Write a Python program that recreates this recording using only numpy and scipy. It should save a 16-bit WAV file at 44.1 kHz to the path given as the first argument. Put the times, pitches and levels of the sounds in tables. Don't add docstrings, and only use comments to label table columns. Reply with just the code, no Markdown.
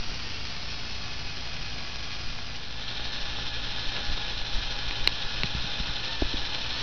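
import sys
import numpy as np
from scipy import signal
from scipy.fft import rfft, irfft, next_fast_len
from scipy.io import wavfile
from scipy.ndimage import uniform_filter1d

SR = 44100
rng = np.random.default_rng(int(sys.argv[2]) if len(sys.argv) > 2 else 0)


def wav_out(sig):
    wavfile.write(sys.argv[1], SR, np.round(np.clip(np.atleast_2d(sig).T, -1, 1) * 32767).astype(np.int16))


def how_loud(loudness_db):
    steps = np.asarray(loudness_db, float) / 20
    return 10 ** steps


N = 300762
TIME = np.arange(N) / SR

# start_s, chatter_db
EFFORT = [(0, -38), (.2, -37.5), (2.3, -38), (2.5, -39), (2.75, -40.5), (2.9, -36.5), (3.7, -36),
          (3.9, -35), (4.6, -36), (5.3, -35), (6.6, -34.8), (6.82, -33.5)]
# start_s, share_from_above (0-1)
VIEW = [
    (0, 0.05),
    (2.42, 0.14),
    (2.88, 0.96),
    (6.82, 1),
]


def curve(table):
    s, *columns = np.transpose(table)
    return [np.interp(TIME, s, c) for c in columns]


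def unit(x):
    return x / np.sqrt(np.mean(x ** 2))


def walk(rate_hz):
    levels = uniform_filter1d(rng.standard_normal(int(4 * rate_hz * N / SR) + 2), size=4)
    return np.interp(TIME, np.arange(len(levels)) / (4 * rate_hz), 2 * levels)


def colour(x, spectrum, modes=()):
    n = next_fast_len(N)
    hz = np.fft.rfftfreq(n, 1 / SR) + 1e-3
    corner_hz, corner_db = np.transpose(spectrum)
    db = np.interp(np.log(hz), np.log(corner_hz), corner_db)
    for centre_hz, width_hz, lift_db in modes:
        db = db + lift_db / (1 + (2 * (hz - centre_hz) / width_hz) ** 2)
    return irfft(rfft(np.pad(x, (0, n - N), "reflect")) * how_loud(db), n)[:N]


def tone(hz, wander_hz=0.):
    return np.sqrt(2) * np.sin(np.cumsum(hz + wander_hz * walk(30)) * (2 * np.pi / SR))


def swell(centre_s, half_s):
    return np.exp(-((TIME - centre_s) / half_s) ** 2)


def gate(start_s, end_s):
    return np.clip(np.minimum(TIME - start_s, end_s - TIME) / .03, 0, 1)


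def speeds():
    # start_s, mesh_hz
    top_speed = [(2.68, 1743), (3.1, 1732), (4.3, 1708), (4.7, 1701), (5.95, 1716), (6.1, 1772),
                 (6.48, 1701), (6.7, 1728), (6.82, 1824)]
    start_hz, settled_hz, sag_s = 1925, 1630, .95
    side_hz = settled_hz + (start_hz - settled_hz) * np.exp(-TIME / sag_s)
    return side_hz, curve(top_speed)[0]


def gears(above, mesh_hz):
    # hz, db_per_hz
    side_colour = [(60, -6.5), (120, -3), (203, -8.5), (300, -11), (442, -12), (709, -14.5), (1350, -11),
                   (2000, -10.5), (2440, -5), (3420, -10), (4200, -7.5), (4970, -8.5), (5600, -9.5),
                   (7000, -12.5)]
    above_colour = [(60, -11.5), (120, -8.5), (190, -12), (284, -13.5), (709, -13.5), (1160, -15),
                    (1740, -8), (2100, -14), (2600, -8.5), (3600, -4), (4250, -7), (4550, -11),
                    (5310, -13.5), (7000, -15.5)]
    # hz, width_hz, lift_db
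    side_modes = [(726, 58, 6), (2600, 68, -1), (2940, 60, 4.5), (3255, 65, 8), (3600, 100, -0.5),
                  (4260, 120, 5), (4920, 160, 5), (5240, 110, 0)]
    above_modes = [(517, 17, 3.5), (920, 180, 3), (1940, 80, -1), (2396, 51, 7), (2513, 48, 3.5),
                   (2720, 25, 3.5), (3000, 44, 1.5), (3080, 44, 2.5), (3660, 430, 3), (3650, 66, -3),
                   (4110, 85, 4), (5310, 140, 6)]
    # start_s, turns_beyond_steady_rate
    throb_drift = [(0, 0.094), (.7, 0.56), (1.6, 0.73), (2.5, 0.56), (5.2, 0.89), (6.82, 1.16)]
    throb_hz, side_depth, above_depth = 11.9, 0.084, 0.14

    scrape = swell(3.98, .035)
    chatter_db = curve(EFFORT)[0] + 0.3 * scrape
    drone_db = -7.5 + 3 * scrape

    angle = 2 * np.pi * (throb_hz * TIME + curve(throb_drift)[0])
    depth = side_depth + above * (above_depth - side_depth)
    throb = 1 + depth * (np.cos(angle) + 0.63 * np.cos(2 * angle + .5))

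    bunching = 1 + 0.023 * tone(0.29 * mesh_hz, wander_hz=3.) + 0.041 * tone(.07 * mesh_hz, wander_hz=3.)
    impacts = rng.standard_normal(N) * bunching * how_loud(1.6 * walk(900) + 0.76 * walk(110))
    from_side = unit(colour(impacts, side_colour, side_modes))
    from_above = unit(colour(impacts * rng.choice([-1., 1.], N), above_colour, above_modes))
    frame = np.sqrt(1 - above) * from_side + np.sqrt(above) * from_above

    drone = colour(frame, [(1500, 3), (2100, -64.5)])
    chatter = unit(frame - drone) * throb * how_loud(chatter_db + 0.17)
    return chatter + unit(drone) * throb ** 0.35 * how_loud(chatter_db + drone_db + 1.0)


def whine(above):
    # multiple_of_whine, side_db, above_db (re chatter), tremble_hz
    orders = [(.169, -28, -28, 4), (.395, -26, -34, 7), (.48, -23.5, -40, 7), (.51, -27, -28, 7),
              (.675, -25, -32, 9), (.845, -25, -40, 10), (1.22, -24, -28, 16), (1.485, -18, -21, 22),
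              (1.84, -26, -20, 26), (1.95, -21, -25, 30), (2.15, -21, -20, 26), (2.38, -26, -21, 28),
              (2.475, -19, -20, 28), (2.97, -22, -24, 36)]
    drum_hz, drum_crest_s, drum_sway = 4.05, 3.15, .009
    side_mesh_db, top_mesh_db, slip_lift_db = -18.5, -16, 2
    pinion_hz, pinion_db, pinion_end_s = 1446, -20.5, 6.15
    buzz_hz, buzz_db, buzz_end_s, buzz_swell_db = 821, -19, 6.6, 3
    squeak_hz, squeak_db = 910, -50

    chatter_db = curve(EFFORT)[0]
    slip = gate(6.0, 6.38)
    drum = np.cos(2 * np.pi * drum_hz * (TIME - drum_crest_s))
    side_hz, top_hz = [hz * (1 + drum_sway * drum) for hz in speeds()]

    side_db = chatter_db + side_mesh_db + 1.5 * walk(4)
    top_db = chatter_db + top_mesh_db + slip_lift_db * slip + 1.2 * walk(8)
    buzz_share = above * (1 - slip) * gate(0, buzz_end_s)
    lines = [(side_hz, side_db, 1 - above, 8),
             (top_hz, top_db, above, 9),
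             (pinion_hz, chatter_db + pinion_db, above * gate(0, pinion_end_s), 9),
             (buzz_hz, chatter_db + buzz_db - buzz_swell_db * drum, buzz_share, 2.5),
             (squeak_hz, squeak_db, swell(6.12, .05) ** 2, 4)]

    speed_hz = np.where(above < .5, side_hz, top_hz)
    heard = abs(1 - 2 * above)
    for multiple, from_side_db, from_top_db, tremble_hz in orders:
        db = chatter_db + np.where(above < .5, from_side_db, from_top_db) + 1.5 * walk(2.5)
        lines.append((multiple * speed_hz, db + 2.5 * (multiple > 1), heard, .5 * tremble_hz))

    out = np.zeros(N)
    for hz, db, share, tremble_hz in lines:
        level = np.sqrt(share) * how_loud(db + 2.4 * walk(35) - 1.3)
        out += level * tone(hz, wander_hz=tremble_hz)
    return out


def snaps():
    # peak_s, peak_db, tilt_db_per_octave (towards 2 kHz), share_of_ring_time
    snap_events = [
        (3.9512, -24, 2, .6),
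        (3.9662, -20, 6, 1),
        (4.9104, -17, 13, .6),
        (5.0752, -0.55, 1.5, 1),
        (5.4346, -8, 8, .65),
        (5.4372, -24, 14, .6),
    ]
    # hz, mode_db, ring_s
    snap_modes = [(400, -20, .0025), (1000, -20, .002), (1500, -21, .0015), (2150, -9, .0013),
                  (2800, -6, .0016), (4080, 0, .0013), (4900, -13, .0012), (6000, -16, .0008)]
    rise_s = .00068
    out = np.zeros(N)
    t = np.arange(-200, 600) / SR
    detune = rng.standard_normal((len(snap_events), len(snap_modes)))
    for (peak_s, peak_db, tilt_db, share), chances in zip(snap_events, detune):
        ring = 0
        for (hz, mode_db, ring_s), chance in zip(snap_modes, chances):
            gain = how_loud(mode_db + tilt_db * np.log2(4000 / max(hz, 2000)))
            lag = np.pi / 2 * (hz < 2000)
            shape = np.exp(-(t / share / np.where(t < 0, rise_s, ring_s)) ** 2)
            ring = ring + gain * shape * np.cos(2 * np.pi * hz * (1 + .006 * chance) * t - lag)
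        out[np.round((peak_s + t) * SR).astype(int)] += how_loud(peak_db) * ring / ring.max()
    return out


def handling(above):
    # hz, db_per_hz
    rumble_colour = [(4, -13), (12, 3.5), (25, -5.5), (45, -14.5), (70, -23.5), (150, -31), (300, -45.5)]
    # centre_s, half_s, level_db
    shifts = [(0.008, 0.018, -36.5), (0.109, .035, -34), (0.872, .08, -41), (1.244, .12, -41.5),
              (1.63, .03, -35.5), (1.94, 0.071, -40.5), (2.3, .05, -34.5), (3.247, 0.074, -32),
              (3.42, .04, -33), (3.51, .03, -38.5), (3.656, 0.13, -36), (3.88, .025, -29.5),
              (4.122, 0.043, -25), (4.33, 0.15, -35), (4.577, .05, -22.5), (4.705, 0.097, -32.5),
              (4.883, 0.025, -32), (5.033, 0.057, -29), (5.261, 0.022, -31.5), (5.398, .03, -32.5),
              (6.35, .1, -33.5), (6.602, .04, -35), (6.75, .03, -35)]
    # peak_s, peak_db, push_s (negative for a pull)
    bumps = [(2.997, -22, -.0002), (3.3875, -22, -.0002), (5.443, -19, .0026), (5.449, -25, .004),
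             (5.46, -27, .006), (5.552, -19.5, .003), (5.558, -30, .003), (5.571, -26, .005),
             (5.587, -27, .005), (5.646, -25, .003), (5.651, -27, .004), (5.8035, -21, .003),
             (5.808, -23, .004), (5.889, -26, .003), (5.896, -25, .006), (6.2222, -12, .0009),
             (6.2236, -24, .0008), (6.2252, -12, .0014), (6.228, -21, .003), (6.256, -21, -.012),
             (6.3397, -24, .0014), (6.343, -19.5, .0022), (6.3465, -24, .002)]
    side_db, above_db = -48.5, -42.5
    power = how_loud(side_db + above * (above_db - side_db)) ** 2
    for centre_s, half_s, db in shifts:
        power = power + (how_loud(db) * swell(centre_s, half_s)) ** 2
    rumble = unit(colour(rng.standard_normal(N), rumble_colour)) * np.sqrt(power)

    pushes = np.zeros(N)
    for peak_s, db, push_s in bumps:
        i = slice(int((peak_s - .03) * SR), int((peak_s + .03) * SR))
        t = TIME[i] - peak_s
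        shape = np.exp(-(t / push_s / np.where(t < 0, .42, .8)) ** 2)
        pushes[i] += np.sign(push_s) * how_loud(db) * shape
    return rumble + signal.sosfilt(signal.butter(1, 14., "high", fs=SR, output="sos"), pushes)


def hum(above):
    # hz, side_db, above_db
    hum_lines = [(54.7, -53, -51), (58.54, -49, -52), (109.4, -60, -51), (117.09, -61, -54.5),
                 (165, -65, -59), (234.26, -57.5, -60), (286, -68.5, -63.5)]
    # start_hz, end_hz, level_db
    cord_notes = [(84, 93, -51), (132, 147, -55)]
    beat_crest_s = 1.47
    out = np.zeros(N)
    for hz, side_db, above_db in hum_lines:
        level = how_loud(side_db + above * (above_db - side_db) + .8 * walk(6))
        out += np.sqrt(2) * np.cos(2 * np.pi * hz * (TIME - beat_crest_s)) * level
    pull = np.clip(TIME / VIEW[1][0], 0, 1)
    for start_hz, end_hz, db in cord_notes:
        note = tone(start_hz + (end_hz - start_hz) * pull, wander_hz=2.5)
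        out += (1 - above) * note * how_loud(db + 1.5 * walk(7.2))
    return out


def scene():
    above = curve(VIEW)[0]
    mesh_hz = np.where(above < .5, *speeds())
    return (gears(above, mesh_hz) + whine(above) + snaps() + handling(above) + hum(above))[None]


def band_limit(x):
    return signal.sosfilt(signal.butter(12, 15800, fs=SR, output="sos"), x)


def record(dry):
    # hz, db
    mic_colour = [(5500, 1.5), (5900, -1.5), (6200, -10.5), (6500, -16.5), (6800, -20.5), (6950, -29),
                  (7060, -35.5), (7700, -69)]
    offset, ceiling, noise_db = -.0205, .95, -106
    band = colour(dry[0], mic_colour)[None]
    clipped = np.minimum(band + offset, ceiling) + how_loud(noise_db) * rng.standard_normal(dry.shape)
    mix = signal.sosfiltfilt(signal.cheby2(10, 30, 15800., fs=SR, output="sos"), clipped)
    return band_limit(mix)


dry = scene()
out = record(dry)
wav_out(out)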